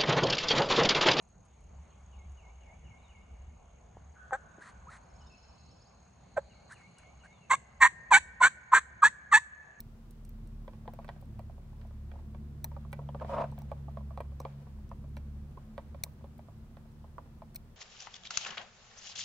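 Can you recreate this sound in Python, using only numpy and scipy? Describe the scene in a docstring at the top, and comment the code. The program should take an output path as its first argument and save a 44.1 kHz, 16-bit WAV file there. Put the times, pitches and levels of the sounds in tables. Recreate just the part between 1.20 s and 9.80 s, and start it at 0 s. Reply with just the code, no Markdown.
"""Hushed air over a low drone is heard first, with a cricket's buzz, a wash of song, ticking leaves and
far birds; then a close reed turkey call gives two clucks, squeaks and misses, and seven loud yelps.
Air, cricket, wash, leaves and hoarse bird notes are filtered noise; the other birds are gliding sines.
The call sums reed partials, their side lines and breath noise through resonances; decaying noise tails
make the echoes of bushes and forest."""
import sys
import numpy as np
from scipy import signal
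from scipy.fft import rfft, irfft, next_fast_len
from scipy.io import wavfile
from scipy.ndimage import uniform_filter1d, map_coordinates

SR = 44100
rng = np.random.default_rng(int(sys.argv[2]) if len(sys.argv) > 2 else 0)


def volts_from_db(level):
    """Convert decibel levels to linear amplitude ratios."""
    exponent = np.asarray(level, float) / 20
    return 10 ** exponent


def unload_wav(signal):
    """Save mono or channel-first audio to the path in sys.argv[1] as 16-bit WAV at rate SR, clipped to [-1, 1]."""
    wavfile.write(
        sys.argv[1],
        SR,
        np.round(np.clip(np.atleast_2d(signal).T, -1, 1) * 32767).astype(np.int16),
    )


N = 379260  # samples

# Decay of the near echo. Each row: frequency in Hz, time to fall by 60 dB in seconds.
BUSHES = [(500, .07), (2000, .14), (8000, .3)]
# Decay of the far echo. Each row: frequency in Hz, time to fall by 60 dB in seconds.
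FOREST = [(500, 2.7), (1800, 4.03), (4000, 3.3), (9000, 0.26)]


def unit(x):
    """Normalisation: a signal divided by its root mean square has rms 1."""
    return x / np.sqrt(np.mean(x ** 2) + 1e-20)


def along(points, hz):
    """Interpolation of (Hz, value) points on a logarithmic frequency axis."""
    f, v = np.transpose(points)
    return np.interp(np.log(hz + 1), np.log(f + 1), v)


def curves(rows):
    """Interpolation in time: the sample numbers covered, then a curve for each column after the time."""
    s, *cols = np.transpose(rows)
    n = np.arange(round(s[0] * SR), min(N, round(s[-1] * SR)))
    return n, [np.interp(n / SR, s, c) for c in cols]


def whole(rows):
    """Interpolation of (seconds, value) points over the full length."""
    return np.interp(np.arange(N) / SR, *np.transpose(rows))


def wobble(n, rate):
    """Slow random modulation: a spline through normal random knots, rate of them a second."""
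    knots = rng.standard_normal(int(n * rate / SR) + 4)
    return map_coordinates(knots, [np.arange(n) * rate / SR])


def filtered(x, response):
    """Linear filtering: the spectrum is multiplied by a response of frequency in Hz."""
    m = next_fast_len(x.shape[-1] + 4096)
    spectrum = rfft(x, m) * response(np.fft.rfftfreq(m, 1 / SR))
    return irfft(spectrum, m)[..., :x.shape[-1]]


def bell(hz, centre_hz, width_hz):
    """Resonance curve: 1 at the centre and one half at one width to either side."""
    return 1 / (1 + ((hz - centre_hz) / width_hz) ** 2)


def whistle(rows):
    """Frequency modulation: a sine follows (s, Hz, rms dB) points, with small random level and phase drift."""
    n, (hz, db) = curves(rows)
    level = 2 ** .5 * volts_from_db(db + 2 * wobble(len(n), 90))
    phase = 2 * np.pi * np.cumsum(hz) / SR + .5 * wobble(len(n), 150)
    out = np.zeros(N)
    out[n] = level * np.sin(phase) * signal.windows.tukey(len(n), .2)
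    return out


def glide(start, length, hz, db, edge_db):
    """Frequency glide through evenly spaced pitches, with a level parabola that peaks in the middle."""
    u = np.linspace(0, 1, num=len(hz))
    level_db = db + edge_db * abs(2 * u - 1) ** 2
    return whistle(np.transpose([start + length * u, hz, level_db]))


def echo(x, decay, delay_s):
    """Diffuse reverberation: convolution with 2.5 s of independent noise an ear, each frequency decaying apart."""
    hz, t, z = signal.stft(rng.standard_normal((2, int(2.5 * SR))), SR, nperseg=256)
    fading = z * volts_from_db(-60 * t / along(decay, hz)[:, None])
    tail = signal.istft(fading, SR, nperseg=256)[1]
    tail = tail / np.linalg.norm(tail[0])
    delayed = np.pad(x, (round(delay_s * SR), 0))[None]
    return signal.fftconvolve(delayed, tail, axes=1)[:, :N]


def air():
    """Broadband turbulence: shaped noise in soft patches of time and frequency, over a wavering low drone."""
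    # Relative spectrum of the hush before its low cuts. Each row: frequency in Hz, density in dB per Hz.
    hush_spectrum = [(15, -44), (25, -12), (69, -6), (101, -3), (124, -8.5), (187, -12), (296, -26),
                     (651, -21), (759, -19.5), (840, -21.5), (1900, -37), (2210, -33.5), (4400, -46.5),
                     (5100, -49.5), (6610, -42), (11000, -56.5), (14300, -102), (22000, -120)]
    # Hush level. Each row: time in seconds, level of the mid signal's 400-1000 Hz band in dB.
    hush_level = [(0.0, -72.5), (0.6, -67.5), (2.0, -67.5), (2.4, -69.5), (3.55, -66), (4.7, -69),
                  (5.4, -66.5), (8.6, -70.5)]
    # Drone level around which it wavers. Each row: time in seconds, level in dB.
    drone_level = [(0.0, -62), (0.3, -57.5), (1.5, -55), (2.85, -56.5), (3.5, -58.5), (5.0, -64),
                   (6.2, -65.5), (7.1, -56.5), (8.6, -69.5)]
    # Stereo correlation of the hush. 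Each row: frequency in Hz, left-right likeness (1 = identical).
    likeness = [(60, 0.92), (170, 0.95), (480, 0.028), (1350, 0.77), (3800, 0.34), (10700, 0.16)]

    z = signal.stft(rng.standard_normal((2, N + 512)), nperseg=512)[2]
    patches = uniform_filter1d(rng.standard_normal(z.shape[1:]), 6, 0)
    patches = uniform_filter1d(patches, 14, 1)
    pair = signal.istft(z * volts_from_db(2.0 * unit(patches)), nperseg=512)[1][:, :N]

    def mid_side(f):
        low_cuts = 1 / (1 + (110 / (f + 1)) ** 4) / (1 + (36 / (f + 1)) ** 6)
        angle = np.arccos(np.clip(along(likeness, f), -1, 1)) / 2
        return volts_from_db(along(hush_spectrum, f)) * low_cuts * [np.cos(angle), np.sin(angle)]

    mid, side = filtered(pair, mid_side)
    band = filtered(mid, lambda f: (f > 400) & (f < 1000))
    hush = np.array([mid + side, mid - side]) / band.std()

    def hum(f):
        return bell(f, 70.9, 7) ** 0.94 + .5 * bell(f, 61, 11.0) + 0.16 * bell(f, 44, 8.8) ** 2

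    low = unit(filtered(rng.standard_normal(N), hum))
    return volts_from_db(whole(hush_level)) * hush + volts_from_db(whole(drone_level) + 4.3 * wobble(N, 6)) * low


def cricket():
    """Stridulation: bowing about 38 times a second gates noise in a narrow wing resonance."""
    beat = np.cos(2 * np.pi * np.cumsum(38.3 * (1 + 0.0018 * wobble(N, 2))) / SR)
    # a strong and a weak pulse in each cycle, over a steady part
    strokes = .35 + np.clip(beat + .2, 0, 1) + .25 * np.clip(-beat, 0, 1)
    wing = filtered(rng.standard_normal((2, N)), lambda f: bell(f, 6574, 260) ** 1.1)
    wing = wing[0] + 0.1 * wing[1] * [[1], [-1]]  # nearly the same in both ears
    return volts_from_db(-76 + .8 * wobble(N, 2.3)) * unit(wing * strokes)


def chorus():
    """Incoherent sum: many far birds blur into a flickering noise band, independent in each ear."""
    # Level around which the wash flickers. 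Each row: time in seconds, level in dB.
    wash_level = [(0, -89), (1.6, -95), (3.4, -89), (4.4, -72), (4.9, -81.5), (5.4, -70), (6.1, -82),
                  (6.6, -84), (8.6, -86.5)]
    centre_hz, width_hz = 4250, 470
    wash = filtered(rng.standard_normal((2, N)), lambda f: bell(f, centre_hz, width_hz) ** 2)
    return volts_from_db(whole(wash_level) + wobble(N, 14)) * unit(wash)


def leaves():
    """Impulsive excitation: leaves tick and crinkle, twigs knock lower, as fast-decaying noise in a resonance."""
    # Dry leaves. Each row: start in seconds, peak level in dB.
    leaf_ticks = [(0.0255, -63), (0.0874, -64), (0.2508, -61), (0.4065, -62), (0.4394, -68), (1.1179, -63),
                  (5.5217, -45.5), (5.783, -50)]
    # Twigs. Each row: start in seconds, peak level in dB, resonance in Hz.
    twig_knocks = [(2.768, -40.5, 620), (3.108, -33.5, 1170), (3.382, -44.5, 394)]
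    leaf_hz = 8400
    out, t = np.zeros(N), np.arange(SR // 20) / SR
    ticks = [(s, db, leaf_hz) for s, db in leaf_ticks]
    for rows, crinkle in ((ticks, .3), (twig_knocks, .05)):
        for s, db, hz in rows:
            snap = volts_from_db(-60 * t / .012)  # falls by 60 dB in 12 ms
            rustle = crinkle * volts_from_db(-60 * t / .1 + 5 * wobble(len(t), 300))
            burst = rng.standard_normal(len(t)) * (snap + rustle)
            burst = filtered(burst, lambda f: bell(f, hz, .6 * hz) ** 2)
            burst = burst * (1 - np.exp(-(t * hz) ** 2))  # soft onset
            out[round(s * SR):][:len(t)] += volts_from_db(db) * burst / abs(burst).max()
    return out


def warbler():
    """Frequency glides: loose notes through three pitches, and a quick up-and-down twitter."""
    # Each row: start in seconds, length in seconds, first, middle and last pitch in Hz,
    # mid-note level before echo in dB.
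    loose_notes = [(.41, .045, 3460, 2600, 3250, -81), (.675, .055, 4370, 4220, 4280, -83),
                   (1.782, .03, 3950, 3680, 3430, -77), (1.82, .065, 4150, 3720, 3520, -74),
                   (3.998, .05, 3190, 2885, 3150, -69.5), (4.062, 0.024, 3700, 3680, 3650, -73),
                   (4.162, .035, 2560, 2810, 3030, -76), (4.24, .04, 3230, 3170, 3090, -83),
                   (6.103, 0.097, 3850, 3620, 3260, -74.5), (6.202, 0.062, 2885, 2740, 2530, -68)]
    song = sum(glide(s, length, hz, db, -8) for s, length, *hz, db in loose_notes)
    start_s, step_s, centre_hz, swing_hz, level_db = 4.096, .012, 2620, 120, -67
    twitter_hz = centre_hz - swing_hz * (-1) ** np.arange(7)
    return song + glide(start_s, 6 * step_s, twitter_hz, level_db, -2.5)


def whistler():
    """Frequency modulation: each phrase is a falling sine and then a scooping one."""
    # The fall and the scoop, a list of rows each. 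Each row: time from the phrase start in seconds,
    # pitch in Hz, level relative to the phrase in dB.
    fall_and_scoop = [
        [(0, 2980, -10), (.012, 2900, -3), (.028, 2780, -4), (.044, 2150, -6)],
        [(.052, 2390, -7), (.068, 2200, -2), (.095, 2140, -1), (.122, 2200, -2), (.142, 2390, -5)],
    ]
    # Each row: phrase start in seconds, phrase level before echo in dB.
    phrases = [(.7, -76.5), (.922, -69), (1.17, -66), (1.405, -65.5), (1.645, -65.5), (1.885, -65),
               (5.295, -70), (5.535, -64.5), (5.765, -65.5), (6.0, -66)]
    return sum(whistle(np.add(part, [s, 0, db])) for s, db in phrases for part in fall_and_scoop)


def trill():
    """Rapid repetition of rising sines: the high voice swells early, the low one grows to the end."""
    start_s, end_s, gap_s = 3.838, 4.69, .0555
    out = np.zeros(N)
    for start in np.arange(start_s, end_s, gap_s):
        high_db = -68 - 10 * max(0, 1 - (start - start_s) / .15)
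        low_db = -71 - 14 * (end_s - start)  # grows 14 dB a second
        for offset_s, hz, rise, db in ((0, 5430, .93, high_db), (-.022, 4680, .83, low_db)):
            level, t = db + rng.normal(0, 1.5), start + offset_s
            out += whistle([(t, rise * hz, level - 8), (t + .012, .985 * hz, level), (t + .024, hz, level - 9)])
    return out


def songbirds():
    """Direct and reverberant sound: far birds stand half lost in the echo of the trees."""
    song, trills = warbler() + whistler(), trill()
    direct = (song + trills) * volts_from_db([[.5], [-.5]])  # 1 dB to the left
    smear = volts_from_db(-2) * echo(song + trills, BUSHES, .004)
    to_forest = filtered(song, lambda f: bell(f, 2700, 650)) + .45 * trills
    return direct + smear + volts_from_db(-4) * echo(to_forest, FOREST, .015)


def far_bird():
    """Dominant reverberation: short hoarse notes of resonant noise under a stronger forest echo."""
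    # Each row: start in seconds, resonance in Hz, level before the swelling window and echo in dB.
    hoarse_notes = [(2.942, 1484, -61), (3.037, 1400, -83), (3.2, 1050, -68), (3.6, 1000, -70)]
    calls, t = np.zeros(N), np.arange(SR // 15) / SR
    for s, hz, db in hoarse_notes:
        note = filtered(rng.standard_normal(len(t)), lambda f: bell(f, hz, 260) ** 2)
        calls[round(s * SR):][:len(t)] += volts_from_db(db) * unit(note) * np.hanning(len(t))
    return calls + volts_from_db(9) * echo(calls, FOREST, .02)


def note_controls(times, strength, pitch):
    """Reed onset and release: the voice catches, then steps to a second level, lower in all notes but the
    second cluck; upper partials and rasp swell, then sag."""
    start, length, catch_end, step, open_s = times
    voice_db, stepped_db, early_db, upper_db, rasp_db = strength
    first_hz, open_hz, last_hz, voice_hz, stepped_hz, risen_hz = pitch
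    silent_db, catch_s, catch_db = -33.5, 0.0054, -20.5  # relative to the levels in strength
    step_s, sag_db, sharp_share = 0.0048, -2, 0.075  # the voice starts this share sharp
    release_s, upper_sag_db, rasp_sag_db, end_db = .015, -8, -7.5, -25
    bend = 2.0  # the reed pitch bends most at the edges of a note
    t = np.linspace(0, length, num=40)
    end, last = length - release_s, length

    def line(*points):
        return np.interp(t, *np.transpose(points))

    late = line((open_s, 0), (last, 1)) ** bend
    early = line((0, 1), (open_s, 0)) ** bend
    reed_hz = open_hz + (first_hz - open_hz) * early + (last_hz - open_hz) * late
    lower_hz = line((0, voice_hz * (1 + sharp_share)), (catch_end, voice_hz), (step + step_s, stepped_hz))
    lower_hz = lower_hz + (risen_hz - stepped_hz) * late
    lower_level = line(
        (0, voice_db + silent_db), (min(catch_s, 0.69 * catch_end), voice_db + catch_db),
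        (catch_end, voice_db), (step, voice_db + sag_db), (min(step + step_s, end), stepped_db),
        (end, stepped_db), (last, stepped_db + end_db))
    upper_level = line(
        (0, upper_db + silent_db), (catch_end, early_db), (open_s, upper_db),
        (end, upper_db + upper_sag_db), (last, upper_db + end_db))
    rasp_level = line(
        (0, rasp_db + silent_db), (catch_end, rasp_db + early_db - upper_db + 1), (open_s, rasp_db),
        (end, rasp_db + rasp_sag_db), (last, rasp_db + end_db * 0.57))
    return np.transpose([start + t, reed_hz, lower_hz, lower_level, upper_level, rasp_level])


def reed_note(rows, flap, depth, noisy, low_hz, high_hz, width_hz):
    """Source and filter: the reed's slow flap splits a voice and upper partials, shaped by resonances."""
    # Relative spectrum of the air past the reed. Each row: frequency in Hz, density in dB per Hz.
    rasp_spectrum = [(1650, -27.5), (2800, -19), (3380, -5.5), (4380, -11), (4580, -17.5), (4990, -41),
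                     (5660, -14), (6530, -6), (7080, -7), (7710, 0.5), (8900, -20), (10200, -20),
                     (11000, -39.5), (14300, -66.5), (22000, -120)]
    n, controls = curves(rows)
    controls = uniform_filter1d(controls, size=60)  # lips and tongue move smoothly
    hz, voice_hz, voice_db, upper_db, rasp_db = controls
    shake = 1 + .07 * noisy * wobble(len(n), 220)
    phase, voice_phase = 2 * np.pi * np.cumsum([hz * shake, voice_hz * shake], 1) / SR
    gate = 1 + 0.46 * np.cos(phase)  # turbulence comes in one puff a cycle

    def noise(colour):
        """Modulated turbulence: filtered noise of rms 1, gated by the reed."""
        return unit(filtered(gate * rng.standard_normal(len(n)), colour))

    def lines(cycle, line_hz, main, centre, width, bright=0):
        """Resonant filtering: spectral lines of joint rms 1, mixed with noise of the same resonance."""
        side = depth * volts_from_db(15 * noisy * np.array([wobble(len(n), 100) for _ in main]))
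        # a weak high resonance lets the top partials of the steadier notes through
        resonance = bell(line_hz, centre, width) ** 2 + bright * bell(line_hz, 3900, 600)
        size = np.where(main, 1, side) * resonance * (line_hz > 400)
        # the resonance delays each line, so every cycle rings
        cycle = cycle - 4 * np.arctan((line_hz - centre) / width)
        waves = size * np.cos(cycle + .5 * rng.standard_normal(main.shape))
        tone = waves.sum(0) / np.sqrt((size ** 2).sum(0) / 2)
        breath = noise(lambda f: bell(f, centre, 1.35 * width) ** 2)
        return np.sqrt(1 - noisy ** 2) * tone + noisy * breath

    j = np.arange(-1, 2)[:, None]  # the lower voice and a side line on each side
    voice = lines(voice_phase + j * phase / flap, voice_hz + j * hz / flap, j == 0, low_hz, 247)
    k = np.arange(flap + 1, 6 * flap + 1)[:, None]  # every flap-th line is a reed partial
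    bright = volts_from_db(-23) * (1 - depth) ** 2
    upper = lines(k * phase / flap, k * hz / flap, k % flap == 0, high_hz, width_hz, bright)
    rasp = volts_from_db(2.5) * noise(lambda f: volts_from_db(along(rasp_spectrum, f)))
    puff = volts_from_db(-21) * noise(lambda f: bell(f, 220, 110) ** 2)  # the air jet also thuds softly
    # the reed's grip wavers
    falter = 9 * noisy * np.tanh([wobble(len(n), 130), wobble(len(n), 130)])
    sound = volts_from_db(voice_db + 0.83 + falter[0]) * voice
    sound = sound + volts_from_db(upper_db + 2.0 + falter[1]) * upper + volts_from_db(rasp_db) * (rasp + puff)
    return n, sound * signal.windows.tukey(len(n), .1)


def missed_notes():
    """Turbulence without reed oscillation: the reed misses, and hiss swells and fades in the call's resonances."""
    # Each row: start in seconds, length in seconds, level before the fade window in dB.
    hisses = [(3.39, 0.14, -55.5), (3.684, 0.11, -55), (5.485, 0.065, -55.5), (5.539, 0.1, -66.5),
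              (5.776, .08, -69), (6.033, 0.043, -61.5)]
    # Relative spectrum of the hiss. Each row: frequency in Hz, density in dB per Hz.
    hiss_spectrum = [(470, -30), (800, -15), (1020, -2.5), (1370, -4), (1910, -2), (2230, -11.5),
                     (3000, -26), (4230, -17.5), (5160, -27), (7840, -20), (11200, -31), (14500, -64),
                     (22000, -120)]
    out = np.zeros(N)
    for s, length, db in hisses:
        n = round(length * SR)
        hiss = unit(filtered(rng.standard_normal(n), lambda f: volts_from_db(along(hiss_spectrum, f))))
        out[round(s * SR):][:n] += volts_from_db(db + 1.1 * wobble(n, 118)) * hiss * signal.windows.tukey(n, .6)
    return out


def faint_squeaks():
    """Marginal oscillation: the reed barely catches, giving rising sines of flickering level."""
    # Each row: start in seconds, length in seconds, first and last pitch in Hz,
    # mid-note level before flicker in dB.
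    squeaks = [(3.398, .05, 1250, 1950, -61), (3.668, .038, 900, 1500, -50), (5.49, .05, 1000, 1900, -57),
               (5.77, .035, 1300, 1700, -65), (6.03, .045, 1400, 1700, -61)]
    out = sum(glide(s, length, [a, (a + 1.3 * b) / 2.3, b], db, -10) for s, length, a, b, db in squeaks)
    return out * volts_from_db(5.4 * wobble(N, 250))


def turkey_call():
    """Direct sound and reflections: reed notes, squeaks and misses, with echoes of bushes and forest."""
    # Each row, one a note: start and length in seconds, then settings in seconds from the start for the
    # voice's catch, its step and the peak of the upper partials.
    note_times = [(3.113, 0.053, 0.017, 0.0074, 0.019), (5.162, 0.035, .007, 0.016, 0.015),
                  (6.295, 0.063, 0.012, 0.032, .021), (6.601, 0.08, 0.019, 0.036, 0.025),
                  (6.904, .086, .013, 0.024, .04), (7.201, 0.086, 0.017, 0.018, .034),
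                  (7.515, 0.083, .021, 0.024, 0.0365), (7.818, 0.071, .014, 0.022, .036),
                  (8.113, 0.077, 0.016, .018, 0.0383)]
    # Each row: lower voice in dB at first and after its step, upper partials in dB at the voice's catch
    # and at their own peak, air rasp in dB; all before the trims in reed_note.
    note_strength = [(-26, -34.5, -45.5, -30, -54), (-30.5, -23.5, -47, -33, -58),
                     (-23, -26, -34, -25.5, -34), (-16.5, -21.5, -20, -15, -31.5),
                     (-13.5, -28.5, -31, -14.5, -27.5), (-13, -32, -33, -16, -30.5),
                     (-11.5, -31, -27, -17.5, -33.5), (-12, -33, -27.5, -16.5, -33.5),
                     (-14.5, -28, -23.5, -15.5, -31)]
    # Each row: reed pitch in Hz at the start, upper peak and end, lower voice in Hz at first,
    # after its step and at the end; all before smoothing and shake.
    note_pitch = [(870, 770, 880, 790, 775, 870), (760, 790, 860, 690, 555, 555),
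                  (1120, 1040, 1170, 1055, 1040, 1180), (955, 915, 960, 1055, 970, 1160),
                  (950, 740, 960, 990, 790, 1150), (660, 740, 830, 980, 1020, 1220),
                  (680, 780, 930, 1010, 1060, 1050), (760, 840, 1000, 1180, 860, 1280),
                  (1050, 858, 1000, 1150, 855, 1300)]
    # One number a note: reed cycles in which the slow flap repeats once.
    note_flap = [3, 3, 2, 4, 2, 3, 3, 2, 2]
    # Each row: flap depth from 0 to 1, noise share of amplitude from 0 to 1.
    note_rough = [(.75, .16), (.6, .17), (.6, .36), (.45, .3), (.14, .3), (.18, .28), (.45, .32),
                  (.12, .27), (.08, .22)]
    # Each row: lower resonance in Hz, upper resonance in Hz, width of the upper in Hz, left over right in dB.
    note_colour = [(703, 1480, 430, 1), (660, 1330, 650, -2), (1050, 1780, 720, -1.5),
                   (1050, 1900, 423, -1.5), (1000, 1845, 620, -1), (1000, 1586, 680, -0.7),
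                   (1170, 1610, 600, -0.5), (1230, 1610, 530, -1), (1177, 1907, 480, -0.7)]
    # Phase between the ears. Each row: frequency in Hz, lead of the left in radians.
    left_lead = [(200, 0), (500, -0.4), (1000, -0.18), (2000, -0.85), (4000, -1.48), (8000, -1.08)]
    # Colour of the call sent to the forest. Each row: frequency in Hz, gain in dB.
    forest_tone = [(500, -5), (1100, -9), (1800, 2.5), (2600, -5.5), (5000, -17)]

    near, mono = np.zeros((2, N)), np.zeros(N)
    notes = zip(note_times, note_strength, note_pitch, note_flap, note_rough, note_colour)
    for times, strength, pitch, flap, (depth, noisy), (low_hz, high_hz, width_hz, pan_db) in notes:
        controls = note_controls(times, strength, pitch)
        n, note = reed_note(controls, flap, depth, noisy, low_hz, high_hz, width_hz)
        mono[n] += note
        near[:, n] += note * volts_from_db([[pan_db / 2], [-pan_db / 2]])
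    near = filtered(near, lambda f: np.exp(.5j * along(left_lead, f) * [[1], [-1]]))
    failed = faint_squeaks() + missed_notes()
    bushes = volts_from_db(-20.0) * echo(mono + failed, BUSHES, 0.0069)
    far = filtered(mono, lambda f: volts_from_db(along(forest_tone, f)))
    return near + failed + bushes + volts_from_db(-34.5) * echo(far, FOREST, .04)


def scene():
    """Superposition: the pressures of all sources at the edge of the clearing add."""
    return air() + cricket() + chorus() + leaves() + songbirds() + far_bird() + turkey_call()


def top_cut(x):
    """Nothing passes above the cut-off."""
    return signal.sosfilt(signal.butter(12, 11310, fs=SR, output="sos"), x)


def record(dry):
    """Band limitation: the microphone chain falls steeply above 11 kHz to a floor of one hundredth."""
    finished = filtered(dry, lambda f: 1 / (1 + (f / 11000) ** 30) + .01)
    return top_cut(finished)


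dry = scene()
out = record(dry)
unload_wav(out)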